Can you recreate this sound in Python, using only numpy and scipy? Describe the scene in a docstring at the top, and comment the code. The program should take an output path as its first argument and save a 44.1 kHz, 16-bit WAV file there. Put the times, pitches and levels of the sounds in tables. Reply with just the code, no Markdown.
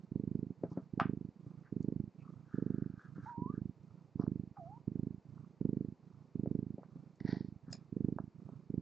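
"""In a small quiet room a mother cat purrs on a blanket close to the microphone while her kittens nurse.
Her larynx pulses about 25 to 28 times a second, in soft and loud strokes by turns as the air changes direction.
Soft pulses are triple flaps, loud ones single puffs with a ringing chest; filtered noise makes the breath.
The kittens squeak twice as wavering sines, smack with short pulses, and snuffle, puff and rub in bands of noise.
Paws tap and scuff, one sharp knock rings briefly, and sparse reflections and a soft hush make the room."""
import sys
import numpy as np
from scipy import signal
from scipy.fft import rfft, irfft
from scipy.io import wavfile
from scipy.ndimage import uniform_filter1d

SR = 44100
rng = np.random.default_rng(int(sys.argv[2]) if len(sys.argv) > 2 else 0)


def materialize(psi):
    """Save the field psi as 16-bit PCM at rate SR to the path in sys.argv[1].

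    A 1-D psi becomes a single channel; in a 2-D psi each row is a channel.
    """
    bounded = np.clip(np.atleast_2d(psi).T, -1, 1)
    quanta = np.round(bounded * 32767).astype(np.int16)
    wavfile.write(sys.argv[1], SR, quanta)


N = 388521
TIME = np.arange(N) / SR  # seconds


def amp(db):
    """Decibels to gain."""
    return 10 ** (np.asarray(db) / 20)


def unit(x):
    """Scales to an rms of 1."""
    return x / np.sqrt(np.mean(x ** 2) + 1e-20)


def crest(x):
    """Scales to a peak of 1."""
    return x / abs(x).max()


def read(points, hz):
    """Reads a table along a log-frequency axis."""
    f, value = np.transpose(points)
    return np.interp(np.log(hz + 1), np.log(f + 1), value)


def add(mix, s, sound):
    """Adds a sound into the mix at a time in seconds."""
    start = round(s * SR)
    sound = sound[max(-start, 0):]
    part = mix[max(start, 0):][:len(sound)]
    part += sound[:len(part)]


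def place(s, sound):
    """A silent track with a sound centred on a time in seconds."""
    track = np.zeros(N)
    add(track, s - len(sound) / 2 / SR, sound)
    return track


def noise(colour):
    """Noise of rms 1 with a given spectrum."""
    gain = amp(read(colour, np.fft.rfftfreq(N, 1 / SR)))
    return unit(irfft(rfft(rng.standard_normal(N)) * gain, N))


def cut(x, hz, kind, order):
    """Causal high-pass or low-pass."""
    return signal.sosfilt(signal.butter(order, min(hz, SR / 2 - 1), kind, fs=SR, output="sos"), x)


def above(x, hz):
    """The part of a sound above a frequency."""
    return irfft(rfft(x) * (np.fft.rfftfreq(N, 1 / SR) > hz), N)


def hiss(t, hz, width, grain_db=5.5, grain_hz=110):
    """Grainy hiss of rms 1 through one resonance: slow complex noise shifted up to its centre."""
    a, b, c = rng.standard_normal((3, len(t)))
    slow = cut(a + 1j * b, width / 2, "lowpass", order=3)
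    band = (slow * np.exp(2j * np.pi * hz * t)).real
    grain = amp(grain_db * unit(cut(c, grain_hz, "lowpass", order=2)))
    return unit(band * grain)


def pulse(colour, pitch=0.99, lean=0.):
    """One compact pressure pulse of peak 1; pitch scales its spectrum, lean makes one flank stronger."""
    hz = np.fft.rfftfreq(2048, 1 / SR)
    wave = np.fft.fftshift(irfft(amp(read(colour, hz / pitch)) * np.exp(-1j * lean)))
    return crest(wave * np.hanning(len(wave)))


def bounce(s, db, pop, bounce_s=0.00313, bounce_db=-9):
    """A pop and its first reflection off the floor."""
    return amp(db) * (place(s, pop) + amp(bounce_db) * place(s + bounce_s, pop))


def ring(modes, spread):
    """A tenth of a second of a struck body: dying sines, their pitches shifted a little at each blow."""
    t = TIME[:SR // 10]
    total = np.zeros(len(t))
    for hz, db, t60 in modes:
        blow_hz = hz * np.exp(spread * rng.standard_normal())
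        total += amp(db - 60 * t / t60) * np.sin(2 * np.pi * blow_hz * t)
    return crest(total)


def stroke(first, last, rate, climb, onset_db, swell_s, fade_db, fade_power):
    """Times and relative dB of the pulses of one stroke: it swells, speeds up a little and fades."""
    count = max(round((last - first) * rate), 1)
    steps = np.r_[0, np.cumsum(1 / np.linspace(1, 1 + climb, count))]
    share = steps / steps[-1]
    t = share * (last - first)
    return zip(first + t, -onset_db * np.exp(-t / swell_s) - fade_db * share ** fade_power)


# Hush of the still room. Each row: frequency in Hz, relative density in dB per Hz.
ROOM_TONE = [(20, -24), (45, -11.5), (100, -5.5), (200, -1.5), (400, -3), (600, -9), (950, -11),
             (1600, -22.5), (2400, -23.5), (3300, -32), (4500, -27), (5600, -31.5), (7300, -34),
             (8200, -45)]


def room_tone(level_db=-72, side_db=-14):
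    """Shaped noise as the soft steady hush of the room, a little different in each channel."""
    mid, side = noise(ROOM_TONE), amp(side_db) * noise(ROOM_TONE)
    return amp(level_db) * np.array([mid + side, mid - side])


# Purr cycles, each a soft stroke and then a loud one.
# Each row: the loud stroke's first pulse in seconds, its last pulse in seconds, soft level in dB,
# loud level in dB before the loud purr's trim, fade of the loud stroke in dB.
PURRS = [(0.1204, .507, -42.5, -25.5, 5.5), (0.938, 1.2895, -45, -24.5, 8), (1.7271, 2.079, -45, -23, 11.5),
         (2.545, 2.979, -44.5, -22.5, 18), (3.382, 3.696, -44, -26.5, 5), (4.159, 4.515, -50, -24, 19.5),
         (4.8805, 5.183, -46.5, -25, 16), (5.614, 5.925, -44.5, -21, 15.5),
         (6.3572, 6.744, -49, -23.5, 10.5), (7.212, 7.5636, -48.5, -24.5, 17.5),
         (7.928, 8.28, -44.5, -23, 15.5), (8.7037, 9.045, -43, -22.5, 11.5)]


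def soft_spans(rest_after_s=.076, rest_before_s=.039):
    """Soft strokes lie between loud ones, with rests as the air turns: first and last pulse in s, dB."""
    first, last, soft_db = np.transpose(PURRS)[:3]
    return zip(np.r_[0, last[:-1] + rest_after_s], first - rest_before_s, soft_db)


# Spectrum of one flap of a soft pulse, before its pitch. Each row: frequency in Hz, relative level in dB.
SOFT_COLOUR = [(25, -56.5), (50, -35.5), (80, -17), (110, -4), (145, 2.5), (190, -5.5), (260, -14.5),
               (380, -28), (550, -45.5), (1500, -100)]
SOFT_HZ, SOFT_CLIMB = 28.2, 0.018  # mean pulses a second, share by which the rate climbs
SOFT_ONSET_DB, SOFT_SWELL_S, SOFT_FADE_DB, SOFT_FADE_POWER = 6, 0.04, 13.5, 4.6


def soft_purr(tighten=0.22, slip=.1, tension_spread=.09, flap_s=0.00704, flap_db=-2.0, uneven_db=2.0):
    """With the air reversed the folds close loosely: each pulse flaps three times, smaller and tighter."""
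    out = np.zeros(N)
    for first, last, db in soft_spans():
        pulses = stroke(first, last, SOFT_HZ, SOFT_CLIMB,
                        SOFT_ONSET_DB, SOFT_SWELL_S, SOFT_FADE_DB, SOFT_FADE_POWER)
        for s, shape_db in pulses:
            size, shape, *slips = rng.standard_normal(5)
            tension = np.exp(tension_spread * shape)  # tenser folds flap faster
            at = s - flap_s / 2
            for k in range(3):
                pitch = tension * np.exp(tighten * k + slip * slips[k])  # no two flaps are alike
                gain = amp(db + shape_db + uneven_db * size + k * flap_db)
                out += place(at, gain * pulse(SOFT_COLOUR, pitch, lean=np.pi / 4))
                at += flap_s / pitch
    return out


NOSE_DB, NOSE_HZ, NOSE_WIDTH_HZ = -78.5, 1168, 420  # resonance, at a stroke of average level
FIZZ_DB, FIZZ_HZ, FIZZ_WIDTH_HZ = -95, 4900, 4000  # thin fizz above it


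def nose_air(follow=.9, edge=.4):
    """Air drawn through the mother's nose hisses with each soft stroke, more with the strong ones."""
    out, usual_db = np.zeros(N), np.mean(PURRS, axis=0)[2]
    for first, last, db in soft_spans():
        t = np.arange(first, last, 1 / SR)
        body_gain = amp(NOSE_DB + follow * (db - usual_db))
        body = body_gain * hiss(t, NOSE_HZ, NOSE_WIDTH_HZ, grain_db=7) * np.hanning(len(t))
        fizz = amp(FIZZ_DB) * hiss(t, FIZZ_HZ, FIZZ_WIDTH_HZ, grain_db=4.0)
        add(out, first, body + fizz * signal.windows.tukey(len(t), edge))
    return out


def purr_air(loud, soft, loud_db=-33, soft_db=-27, forcing=1.3):
    """Throat turbulence follows the pulses, steeply in the loud purr; loosely closed folds leak more."""
    # colours of the air: (Hz, relative dB)
    loud_colour = [(200, -20.0), (480, 5.5), (700, -3), (900, -1), (1150, -13.5), (1500, -17.0),
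                   (2500, -25.5), (6000, -43)]
    soft_colour = [(200, -14.5), (450, 2), (750, -2.5), (1200, -1), (1800, -14.5), (3200, -21.5),
                   (7000, -26.0)]
    loud_flow, soft_flow = [np.sqrt(abs(uniform_filter1d(x ** 2, size=600))) for x in (loud, soft)]
    forced = loud_flow.max() * crest(loud_flow) ** forcing
    loud_air = amp(loud_db) * forced * noise(loud_colour)
    soft_air = amp(soft_db) * soft_flow * noise(soft_colour)
    return loud_air + soft_air


# Spectrum of one loud pulse, before its pitch. Each row: frequency in Hz, relative level in dB.
PURR_COLOUR = [(25, -46), (45, -43.5), (70, -23.5), (100, -3.5), (130, 0.5), (190, 1.5), (270, 0),
               (350, -7), (430, -8.5), (520, -29.5), (650, -49), (1000, -59.5), (2000, -100)]
# What rings after a pulse in the chest and bedding, before each blow's pitch shift; the thuds use it too.
# Each row: frequency in Hz, relative level in dB, time to die by 60 dB in seconds.
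CHEST = [(125, -18, 0.12), (183.1, 2, 0.2), (277, 1, 0.15), (351.6, -6, .04), (418, -17, 0.013)]
LOUD_HZ, LOUD_CLIMB = 25.5, .05  # mean pulses a second, share by which the rate climbs
LOUD_ONSET_DB, LOUD_SWELL_S, LOUD_FADE_POWER = 3.5, 0.005, 3.12


def loud_purr(lean=0.86, ring_db=-19, echo_db=-19, echo_s=.0135, echo_pitch=1.155, uneven_db=1.8,
              level_db=-1, dulling=0.016):
    """Each opening of the larynx puffs, duller when weak; the chest rings and a near surface answers."""
    out = np.zeros(N)
    for first, last, _, loud_db, fade_db in PURRS:
        pulses = stroke(first, last, LOUD_HZ, LOUD_CLIMB,
                        LOUD_ONSET_DB, LOUD_SWELL_S, fade_db, LOUD_FADE_POWER)
        for s, shape_db in pulses:
            size, shape, lag = rng.standard_normal(3)
            db = loud_db + shape_db
            gain = amp(db + level_db + uneven_db * size)
            pitch = np.exp(0.054 * shape + dulling * (db + 22.5))
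            puff = gain * pulse(PURR_COLOUR, pitch, lean)
            echo = gain * amp(echo_db) * pulse(PURR_COLOUR, pitch * echo_pitch, lean)
            out -= place(s, puff)  # opposite in sign to its echo
            out += place(s + echo_s + 0.00071 * lag, echo)
            add(out, s + .002, gain * amp(ring_db) * ring(CHEST, spread=0.087))
    return out


# How far the purr, squeaks and smacks lean to the right.
# Each row: frequency in Hz, level in dB of the part that differs between the ears.
PURR_SIDE = [(60, -8.5), (130, -5.5), (300, -10.5), (600, -10.5), (1000, -11), (2000, -18.5)]


def to_the_right(x):
    """A source close on the right: its bass leans most."""
    side = irfft(rfft(x) * amp(read(PURR_SIDE, np.fft.rfftfreq(N, 1 / SR))), N)
    return np.array([x - side, x + side])


# Short swells of hiss: scuffs of paws and fur, puffs of nose air, the breathy onset of a squeak.
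# Each row: middle in seconds, length at half height in seconds, level in dB, centre in Hz, width in Hz.
RASPS = [(0.655, .039, -71, 1122, 800), (0.719, 0.031, -79.5, 5480, 2400), (.72, .02, -63.5, 994, 450),
         (0.784, .029, -62, 1017, 810), (1.667, 0.043, -70, 1510, 790), (1.825, .04, -81.5, 5880, 2660),
         (2.215, .04, -77, 2440, 500), (2.264, 0.067, -70, 1182, 250), (4.219, 0.039, -55, 873, 646),
         (4.218, .06, -81, 5000, 1510), (6.789, 0.018, -55.5, 589, 300), (6.837, 0.024, -71, 1400, 1090),
         (7.169, .025, -85, 5870, 3380), (4.569, .018, -64.5, 1190, 600), (7.345, .03, -60, 648, 396),
         (7.694, .05, -71, 1340, 700), (7.717, .02, -69, 5800, 3000)]


def rasps():
    """Short swells of hiss: scuffs of paws and fur, puffs of nose air, the breathy onset of a squeak."""
    out = np.zeros(N)
    for s, length, db, hz, width in RASPS:
        t = np.arange(-length, length, 1 / SR)
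        add(out, s - length, amp(db) * hiss(t, hz, width) * np.hanning(len(t)))
    return out


# Dull paw taps. Each row: time in seconds, peak in dB, thud in the bedding in dB before the thuds' lift.
TAPS = [(0.6371, -23.5, -33), (0.717, -53, -38), (0.7742, -29, -31.5), (1.466, -53, -42.5),
        (3.183, -51, -38.5), (3.392, -51.5, -40.5), (6.46, -31, -45), (6.783, -39.5, -43), (6.96, -54, -43),
        (7.682, -57, -42.5)]
# Spectrum of a tap, played 1% lower. Each row: frequency in Hz, relative level in dB.
TAP_COLOUR = [(80, -24.5), (250, 6), (480, 13.5), (780, -4.5), (1000, -18), (1400, -25), (2200, -34.5),
              (3000, -49), (8000, -70.5)]


def paw_taps():
    """A paw lands with one dull pulse, which the floor reflects."""
    return sum(bounce(s, db, pulse(TAP_COLOUR, lean=0.2)) for s, db, _ in TAPS)


def thuds(damping_s=.025, level_db=2, lead_s=.002):
    """Each tap also jolts the mother's flank and the bedding; the resting paw damps the ring."""
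    out = np.zeros(N)
    for s, _, db in TAPS:
        body = ring(CHEST, spread=0.071) * np.exp(-TIME[:SR // 10] / damping_s)
        body = cut(cut(body, 110, "highpass", order=3), 420, "lowpass", order=2)
        add(out, s - lead_s, amp(db + level_db) * crest(body))
    return out


# One sharp knock: time in seconds, peak in dB.
KNOCK = (1, -15)
# Spectrum of the knock, played 1% lower. Each row: frequency in Hz, relative level in dB.
KNOCK_COLOUR = [(150, -36), (550, -12.5), (770, 6), (900, -2), (1180, 3), (1550, -1.5), (2000, -13.5),
                (2500, -15.5), (3500, -24.5), (4300, -33), (5300, -28.5), (7000, -49.5), (9000, -47)]


def knock():
    """One sharp pulse and its faint reflection off the floor."""
    return bounce(*KNOCK, pulse(KNOCK_COLOUR, lean=0.73), bounce_db=-20.5)


# What the knocked object rings with.
# Each row: frequency in Hz, relative level in dB, time to die by 60 dB in seconds.
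KNOCK_MODES = [(804, -2.5, .14), (1240, -2, .076), (1560, -4, .17), (1780, -19.5, 0.35), (1890, -11, .21)]


def knock_ring(level_db=-40):
    """The modes of the knocked object die away as sines, faded out within a tenth of a second."""
    out = np.zeros(N)
    edges = signal.windows.tukey(SR // 10, .05)
    add(out, KNOCK[0], amp(level_db) * ring(KNOCK_MODES, spread=0) * edges)
    return out


# Smacks of suckling mouths. Each row: time in seconds, peak in dB, pitch factor.
SMACKS = [(2.267, -65, 1.3), (3.263, -48, 1.4), (4.198, -39, 0.77), (4.267, -43.5, 0.99),
          (6.589, -50, 0.47), (6.833, -44, 0.86), (8.1869, -29, 1.03), (8.491, -44.5, 0.79)]
# Spectrum of a smack, before its pitch factor. Each row: frequency in Hz, relative level in dB.
SMACK_COLOUR = [(100, -27.5), (350, 3.5), (600, 12), (1000, 8), (1600, 0), (1900, -30), (2400, -42.5),
                (8000, -65)]


def smacks():
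    """Each mouth pops with a pulse at its own pitch, and the floor reflects it."""
    return sum(bounce(s, db, pulse(SMACK_COLOUR, pitch, lean=.4), bounce_db=-16.0) for s, db, pitch in SMACKS)


# A kitten snuffles in the fur.
# Each row: middle in seconds, length at half height in seconds, level in dB of the rasp.
SNUFFLES = [(2.56, .13, -65), (2.76, .3, -71.5), (3.026, 0.099, -64), (3.18, .05, -67), (3.27, .1, -61),
            (3.554, .06, -69.5)]
SNUFFLE_HZ, SNUFFLE_WIDTH_HZ = 1452, 460  # resonance of its nose


def snuffles(fizz_db=-22, fizz_hz=4750, fizz_width_hz=4000):
    """A kitten roots for a teat: swells of rasp through its nose, with a little fizz above."""
    out = np.zeros(N)
    for s, length, db in SNUFFLES:
        t = np.arange(-length, length, 1 / SR)
        rasp = hiss(t, SNUFFLE_HZ, SNUFFLE_WIDTH_HZ, grain_db=4)
        fizz = amp(fizz_db) * hiss(t, fizz_hz, fizz_width_hz, grain_db=2.5)
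        add(out, s - length, amp(db) * (rasp + fizz) * np.hanning(len(t)))
    return out


# Kitten squeaks, one list for each.
# Each row: time in seconds, pitch in Hz before its waver, level in dB.
SQUEAKS = [
    [(3.255, 836, -51.5), (3.291, 966, -47.5), (3.347, 931, -50.5), (3.461, 994, -52), (3.517, 1218, -56),
     (3.535, 1176, -75)],
    [(4.565, 815, -55), (4.587, 795, -51.5), (4.615, 670, -54), (4.651, 660, -56.5), (4.775, 971, -59.5),
     (4.785, 1018, -67)],
]


def squeaks(waver=.012):
    """Thin, pure whistles: gliding sines whose pitch shakes by a small share."""
    out = np.zeros(N)
    for rows in SQUEAKS:
        s, hz, db = np.transpose(rows)
        t = np.arange(s[0], s[-1], 1 / SR)
        shake = unit(cut(rng.standard_normal(len(t)), 110, "lowpass", order=2))
        pitch = np.interp(t, s, hz) * (1 + waver * shake)
        tone = np.sin(2 * np.pi * np.cumsum(pitch) / SR)
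        edges = signal.windows.tukey(len(t), .06)
        add(out, s[0], amp(np.interp(t, s, db)) * unit(tone) * edges)
    return out


# A kitten tumbles and slides over fur.
# Each row: time in seconds, level in dB before the rub's lift and lightening.
RUB = [(7.19, -99.5), (7.204, -63), (7.228, -87), (7.242, -70), (7.29, -56.5), (7.316, -55), (7.52, -83.5)]
# Colour of the rub. Each row: frequency in Hz, relative level in dB.
RUB_COLOUR = [(300, -8), (600, -6.5), (950, 0), (1150, -23.5), (1500, -6), (1700, -4), (1900, 3.5),
              (2150, -6.5), (2600, -25.5), (3700, -16.5), (4500, -10.5), (5400, -16), (6400, -33.5),
              (8000, -61)]


def fur_rub(level_db=3, grain_db=3, body_hz=3000, lighten_db_per_s=60):
    """Hairs catch and slip as a kitten slides down; as its weight comes off, the body dies before the hiss."""
    s, db = np.transpose(RUB)
    catches = amp(grain_db * unit(cut(rng.standard_normal(N), 200, "lowpass", order=2)))
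    rub = unit(noise(RUB_COLOUR) * catches)
    treble = above(rub, body_hz)
    middle_s = np.average(s, weights=amp(db))  # the weight lifts from here on
    weight = amp(-lighten_db_per_s * np.maximum(TIME - middle_s, 0))
    level = amp(np.interp(TIME, s, db, left=-140, right=-140) + level_db)
    return level * (treble + weight * (rub - treble))


# Wet lip clicks. Each row: time in seconds, peak in dB.
LIP_CLICKS = [(7.7280, -38.5), (7.7296, -33.5), (7.741, -46.5), (7.752, -50), (7.767, -55.5)]
# Spectrum of a click, played 1% lower. Each row: frequency in Hz, relative level in dB.
LIP_COLOUR = [(500, -4), (800, 4), (1100, -30), (1700, -6), (2100, -14), (2450, 0), (3000, -23),
              (4000, -9.5), (4700, -3), (5100, 9), (5600, -6), (6300, -8.5), (6950, 5), (7600, -9),
              (9000, -47)]


def lip_clicks(decay_s=0.0023):
    """Bright wet ticks: a film of milk bursts and rings in a tiny mouth."""
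    out, t = np.zeros(N), TIME[:SR // 40]
    for s, db in LIP_CLICKS:
        burst = rng.standard_normal(len(t)) * np.exp(-t / decay_s)
        click = crest(signal.fftconvolve(burst, pulse(LIP_COLOUR)))
        out += place(s + t[-1] / 2, amp(db) * click)  # the burst starts at s
    return out


# Decay of the room. Each row: frequency in Hz, time to die by 60 dB in seconds.
ROOM_DECAY = [(200, 0.083), (1000, 0.14), (3000, .2), (7000, 0.06)]


def room(x, apart=0.12):
    """Scattered reflections of a small room, each band dying at its own speed, nearly alike in both channels."""
    shape = (2, SR // 2)
    taps = rng.standard_normal(shape) * (rng.random(shape) < .1) * (TIME[:SR // 2] > .004)
    hz, t, z = signal.stft(taps, SR, nperseg=256)
    decay = amp(-60 * t / read(ROOM_DECAY, hz)[:, None])
    mid, side = signal.istft(z * decay, SR, nperseg=256)[1]
    tails = np.array([mid + apart * side, mid - apart * side]) / np.linalg.norm(mid)
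    return signal.fftconvolve(x[None], tails, axes=1)[:, :N]


def scene(tap_room_db=-12, smack_room_db=-18, knock_room_db=-6, lip_room_db=-11, kitten_room_db=-11,
          rub_room_db=-15, purr_room_db=-24):
    """The purr, nose air, squeaks and smacks lie close and to the right; all other sources are central."""
    soft, loud = soft_purr(), loud_purr()
    purr = loud + soft + purr_air(loud, soft)
    # each source with the share of it that the room returns
    right = [(purr, purr_room_db), (smacks(), smack_room_db), (squeaks(), kitten_room_db)]
    centre = [(rasps() + snuffles(), kitten_room_db), (paw_taps(), tap_room_db),
              (knock() + knock_ring(), knock_room_db), (fur_rub(), rub_room_db), (lip_clicks(), lip_room_db)]
    echoes = room(sum(amp(db) * x for x, db in right + centre))
    near_right = to_the_right(sum(x for x, _ in right) + nose_air())
    return near_right + sum(x for x, _ in centre) + thuds() + echoes + room_tone()


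def record(dry, edge_hz=8500):
    """The deepest bass is thinned away; then the recorder's band limit."""
    thinned = cut(dry, 30, "highpass", order=2)
    band_limit = signal.firwin(255, edge_hz, window=("kaiser", 9), fs=SR)
    return signal.oaconvolve(thinned, band_limit[None], "same")


dry = scene()
out = record(dry)
materialize(out)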